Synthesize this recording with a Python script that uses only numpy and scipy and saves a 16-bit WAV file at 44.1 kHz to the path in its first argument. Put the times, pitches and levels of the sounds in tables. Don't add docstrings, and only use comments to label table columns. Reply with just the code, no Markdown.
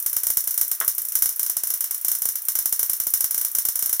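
import sys
import numpy as np
from scipy import signal
from scipy.fft import rfft, irfft
from scipy.io import wavfile

SR = 44100
rng = np.random.default_rng(int(sys.argv[2]) if len(sys.argv) > 2 else 0)


def inscribe(sig):
    pcm = np.round(np.clip(np.atleast_2d(sig).T, -1, 1) * 32767)
    wavfile.write(sys.argv[1], SR, pcm.astype(np.int16))


N = 176400

# f/Hz, relative level/dB
ROOM_TONE_SPECTRUM = [(25, -10), (60, -9), (130, -13), (250, -7), (500, -8), (1200, 6), (3000, 1),
                      (15000, -5.5)]
# t/s after the first, relative level/dB
KNOCK_CONTACTS = [(0, -14), (.0026, 7.5), (.0033, 1), (.0118, -1)]
# f/Hz, relative level/dB
KNOCK_SPECTRUM = [(150, -38), (300, -21), (520, -7.5), (800, -7.5), (1250, -2.5), (1700, -5), (2100, -1),
                  (2500, -19.5), (2900, -20), (3500, -9), (4100, -26), (8000, -54)]
# f/Hz, relative level/dB
THUD_SPECTRUM = [(40, -9.5), (120, 1.5), (350, 2), (700, 3.5), (1200, -5.5), (2500, -48), (6000, 0)]
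# f/Hz, relative level/dB
RINGING_MODES = [(1098, -23), (1290, -40.5), (1626, -23.5), (2046, -30.5), (5981, -17.5), (9555, -11),
                 (9749, -6.5), (10244, -13.5), (11030, -21), (11859, -30), (13469, -10.5), (13641, 3),
                 (13921, -7.5), (14858, -10)]
# delay/ms, treble level/dB, lower level/dB
CLOSE_PATHS = [(0, -1, -5), (0.25, -2, -6), (.7, -7, -11), (1.35, -1, -13), (1.6, 0, -9), (2.4, -1, 4),
               (2.8, -4, 0), (3.2, 0, -1), (4.15, -8, -13), (4.8, -7, -14), (8.5, -2, -18), (8.8, -5, -18),
               (36.4, -14, -17), (37.5, -13, -16), (44.1, -16, -20)]
# f/Hz, relative level/dB
CRACK_SPECTRUM = [(250, -36), (800, -28), (1100, -22.5), (1700, -17), (2200, -21.5), (2550, -28),
                  (2900, -20.5), (4900, -17.5), (5650, -3), (6800, -11), (8600, -9.5), (9600, -1.5),
                  (10700, -4.5), (11700, -1.5), (12500, -7), (13600, -2.5), (15000, -3), (15900, -12.5)]
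# t/s, crack level/dB, thud level/dB, boom level/dB
SNAPS = [(0.0618, -16.5, -55, -60), (0.1297, -20.5, -53, -64), (0.1651, -16, -39, -53.5),
         (0.2333, -19.5, -52, -73.0), (0.2676, -16, -40, -55.5), (0.3018, -16.5, -37.5, -53),
         (0.3704, -14, -38.5, -50), (0.4737, -18.5, -46, -61), (0.5766, -16, -44, -55),
         (0.612, -15, -41.5, -57), (0.7143, -17, -42, -59), (0.801, -17.5, -58, -58),
         (0.8463, -23.5, -56.0, -78), (0.8786, -14, -45, -48.5), (0.9809, -18, -60, -63),
         (1.1205, -22.8, -55, -84.0), (1.1531, -14, -46, -53.5), (1.222, -13, -50, -50.5),
         (1.2572, -16, -41, -56), (1.2907, -20, -55.0, -70.0), (1.3943, -17.5, -48, -72),
         (1.4297, -19, -45, -64), (1.4628, -20.5, -64.0, -69), (1.4969, -18, -39.5, -59),
         (1.5673, -16.5, -36.5, -58), (1.6345, -19, -38.5, -63), (1.6708, -22, -73, -85.0),
         (1.7027, -19, -43, -62), (1.7382, -19.5, -55.0, -61), (1.8066, -19, -45, -64),
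         (1.8408, -20.5, -61, -84), (1.909, -20.0, -47, -62), (2.0467, -18.5, -37.5, -58),
         (2.0821, -17, -42, -61), (2.1155, -17.5, -38.5, -67.0), (2.1501, -20.5, -58, -67),
         (2.2193, -20, -40.5, -59), (2.2541, -18, -36, -55), (2.2872, -19, -56, -57),
         (2.3553, -20, -63, -83.0), (2.4843, -15, -48.0, -55), (2.5531, -16.5, -39.5, -57),
         (2.5875, -17.5, -40.5, -60), (2.6565, -16.5, -35.5, -56), (2.7249, -15.0, -39, -54),
         (2.793, -16.5, -39, -62.0), (2.8288, -17, -38, -57), (2.8962, -17, -44, -54.0),
         (2.9321, -20, -45, -59.0), (3.0, -17, -47.0, -53), (3.0681, -18, -35.5, -58),
         (3.1372, -14, -49.0, -51.5), (3.2064, -16.5, -43, -61), (3.2417, -16, -43, -51.5),
         (3.3086, -18.5, -52, -59), (3.3443, -19.5, -45, -61), (3.3781, -18, -45, -60.0),
         (3.4126, -19.5, -69, -68), (3.4476, -18, -45, -58), (3.5496, -17.5, -43.5, -65),
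         (3.5847, -16, -39, -57.0), (3.6515, -17.5, -45, -55.5), (3.686, -16.5, -40.5, -53),
         (3.7559, -18.5, -46, -64), (3.7908, -20, -52, -64), (3.8243, -17.5, -43, -54),
         (3.8589, -18.5, -44, -58), (3.8936, -20, -52.0, -58), (3.9282, -16.5, -40, -64.0),
         (3.9958, -16.5, -46.0, -51)]
# t/s, crack level/dB
TICKS = [(.0002, -24.5), (0.0247, -25), (0.0966, -26), (0.201, -30), (0.336, -28), (0.405, -26.5),
         (0.4398, -23.5), (0.5078, -22), (0.5416, -23), (0.6474, -29), (0.679, -25), (.749, -29.5),
         (0.9155, -34), (0.949, -27.5), (1.0177, -24.5), (1.0506, -23.5), (1.085, -26), (1.1875, -25.5),
         (1.325, -33), (1.3604, -27), (1.533, -38), (1.6015, -43), (1.774, -32), (1.8735, -36),
         (1.945, -22), (1.978, -29), (2.0124, -28.5), (2.1855, -28.5), (2.321, -30), (2.385, -31),
         (2.4191, -28), (2.4512, -28), (2.5192, -28.5), (2.6237, -28), (2.692, -28), (2.7604, -29),
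         (2.861, -27.5), (2.9655, -28.5), (3.0359, -26.5), (3.103, -27.5), (3.1737, -24.5), (3.275, -28),
         (3.4822, -31), (3.5145, -27), (3.6197, -32), (3.721, -29), (3.964, -31)]
# f/Hz, level/dB
STEREO_WIDTH = [(60, -13.5), (400, -9.5), (1200, -13), (2500, -50), (5500, -12), (10000, -5), (15000, -4)]

ROOM_TONE_DB, HUM_HZ, HUM_DB = -53.5, 392, -73
KNOCK_S, KNOCK_GAIN_DB, KNOCK_TAIL_DB, KNOCK_T60_S = 0.8105, -0.5, -2.5, 0.15
CRACK_GAIN_DB, THUD_GAIN_DB, BOOM_GAIN_DB = 14.5, 29.5, 32
THUD_DELAY_S, THUD_JITTER_S, THUD_TAIL_DB = 0.0025, 0.00014, -23.5
BOOM_HZ, BOOM_T60_S = 72, 0.023
MODES_GAIN_DB, MODES_T60_S = -22, 0.12
TAIL_GAIN_DB, TAIL_T60_S, TAIL_BUILD_S = 7, 0.22, 0.0027
TAIL_CHANGE = 0.32
SCATTER, SCATTER_S = 0.7, 0.00012
SPLIT_HZ = 8740
CLOSE_SIDE_DB = -10
SPUTTER, SPUTTER_S = 0.057, 0.00012
THIN_BELOW_DB, THIN_PER_DB = -21.5, 0.2
HOLLOW_HZ, HOLLOW_WIDTH_HZ = 2540, 300
RIGHT_DB, RUMBLE_CUT_HZ, TOP_CUT_HZ = 0.5, 46, 15900
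RESPONSE_SAMPLES = 16384


def from_db(db):
    return 10 ** (np.asarray(db) / 20)


def unit(x):
    return x / np.sqrt(np.sum(x ** 2) + 1e-20)


def gains(spectrum, size):
    hz, db = np.transpose(spectrum)
    bin_hz = np.arange(size // 2 + 1) * SR / size
    return from_db(np.interp(np.log(bin_hz + 1), np.log(hz), db))


def pulse(spectrum):
    size = RESPONSE_SAMPLES
    cepstrum = irfft(np.log(gains(spectrum, size)))
    cepstrum[1:size // 2] *= 2
    cepstrum[size // 2 + 1:] = 0
    return unit(irfft(np.exp(rfft(cepstrum)))[:size // 8])


def through(x, response):
    return signal.fftconvolve(x, response)[:len(x)]


def clicks(times, heights, size=N):
    out = np.zeros(size)
    np.add.at(out, np.clip(np.round(times * SR).astype(int), 0, size - 1), heights)
    return out


def room_tone():
    noise = np.array([through(x, pulse(ROOM_TONE_SPECTRUM)) for x in rng.standard_normal((2, N))])
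    hum = np.sqrt(2) * np.sin(2 * np.pi * HUM_HZ * np.arange(N) / SR)
    return from_db(ROOM_TONE_DB) * noise + from_db(HUM_DB) * hum * [[1], [0]]


def room_tail(t60=TAIL_T60_S):
    t = np.arange(RESPONSE_SAMPLES) / SR
    build_up = 1 - np.exp(-t / TAIL_BUILD_S)
    return unit(rng.standard_normal(len(t)) * from_db(-60 * t / t60) * build_up)


def knock():
    after, db = np.transpose(KNOCK_CONTACTS)
    contacts = from_db(KNOCK_GAIN_DB) * unit(clicks(KNOCK_S + after, from_db(db)))
    hit = through(contacts, pulse(KNOCK_SPECTRUM))
    room = np.array([through(hit, room_tail(KNOCK_T60_S)) for _ in range(2)])
    return hit * [[1], [0]] + from_db(KNOCK_TAIL_DB) * room


def jar():
    times, _, thud_db, boom_db = np.transpose(SNAPS)
    times = times + THUD_DELAY_S + THUD_JITTER_S * rng.standard_normal(len(times))
    thud_heights, thud_pulse = from_db(thud_db + THUD_GAIN_DB), pulse(THUD_SPECTRUM)
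    thud = through(clicks(times, -thud_heights), thud_pulse)
    thud_side = through(clicks(times, thud_heights * rng.standard_normal(len(times))), thud_pulse)
    t = np.arange(RESPONSE_SAMPLES) / SR
    low_ring = unit(np.cos(2 * np.pi * BOOM_HZ * t) * from_db(-60 * t / BOOM_T60_S))
    boom = through(clicks(times, -from_db(boom_db + BOOM_GAIN_DB)), low_ring)
    room = from_db(THUD_TAIL_DB) * through(thud, room_tail())
    return np.array([thud + boom + room, 1.3 * thud_side - 0.67 * boom])


def ringing():
    t = np.arange(RESPONSE_SAMPLES) / SR
    fade_db = MODES_GAIN_DB - 60 * t / MODES_T60_S
    return sum(from_db(db + fade_db) * np.sin(2 * np.pi * hz * t + rng.uniform(0, 2 * np.pi))
               for hz, db in RINGING_MODES)


def close_paths(signs):
    delay_ms, treble_db, lower_db = np.transpose(CLOSE_PATHS)
    t = np.arange(SR // 1000) / SR
    scatter = SCATTER * rng.standard_normal((len(signs), len(t))) * np.exp(-t / SCATTER_S)
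    smears = np.array([sign * unit((t == 0) + noise) for sign, noise in zip(signs, scatter)])
    response = np.zeros(RESPONSE_SAMPLES)
    for band, db in (("high", treble_db), ("low", lower_db)):
        arrivals = clicks(delay_ms[:, None] / 1000 + t, from_db(db)[:, None] * smears, len(response))
        response += signal.sosfilt(signal.butter(4, SPLIT_HZ, band, fs=SR, output="sos"), arrivals)
    return response


def discharges():
    onsets, db = np.vstack([np.array(SNAPS)[:, :2], TICKS]).T
    t = np.arange(SR // 1000) / SR
    ragged = (t == 0) + SPUTTER * rng.standard_normal((len(onsets), len(t))) * np.exp(-t / SPUTTER_S)
    thinness = np.clip((THIN_BELOW_DB - db) * THIN_PER_DB, 0, 1)[:, None]
    shapes = (ragged - thinness * np.roll(ragged, 1, axis=1)) / np.hypot(1, thinness)
    return onsets[:, None] + t, from_db(db + CRACK_GAIN_DB)[:, None] * shapes


def cracks():
    times, heights = discharges()
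    sparks = clicks(times, heights)
    wander = rng.uniform(0, 2 * np.pi, (len(times), 1))
    varying_parts = [clicks(times, heights * turn(wander)) for turn in (np.cos, np.sin)]
    left_right = (-1) ** np.arange(len(CLOSE_PATHS))
    mid_paths = close_paths(abs(left_right))
    side_paths = from_db(CLOSE_SIDE_DB) * close_paths(left_right)
    channels = []
    for paths in (mid_paths, side_paths):
        room = through(sparks, room_tail())
        room += TAIL_CHANGE * sum(through(part, room_tail()) for part in varying_parts)
        arrivals = through(sparks, paths) + from_db(TAIL_GAIN_DB) * room
        channels.append(through(arrivals, pulse(CRACK_SPECTRUM)))
    channels[0] += through(sparks, ringing())
    hollow = signal.iirnotch(HOLLOW_HZ, HOLLOW_HZ / HOLLOW_WIDTH_HZ, fs=SR)
    return signal.lfilter(*hollow, channels)


def scene():
    mid, side = cracks() + jar() + knock() + room_tone()
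    side = irfft(rfft(side) * gains(STEREO_WIDTH, N), N)
    balance = from_db([[-RIGHT_DB / 2], [RIGHT_DB / 2]])
    return np.array([mid + side, mid - side]) * balance


def record(dry):
    x = signal.sosfilt(signal.butter(2, RUMBLE_CUT_HZ, "high", fs=SR, output="sos"), dry)
    x = x / (1 + x ** 4) ** 0.25
    return signal.sosfilt(signal.cheby1(14, 0.1, TOP_CUT_HZ, fs=SR, output="sos"), x)


dry = scene()
out = record(dry)
inscribe(out)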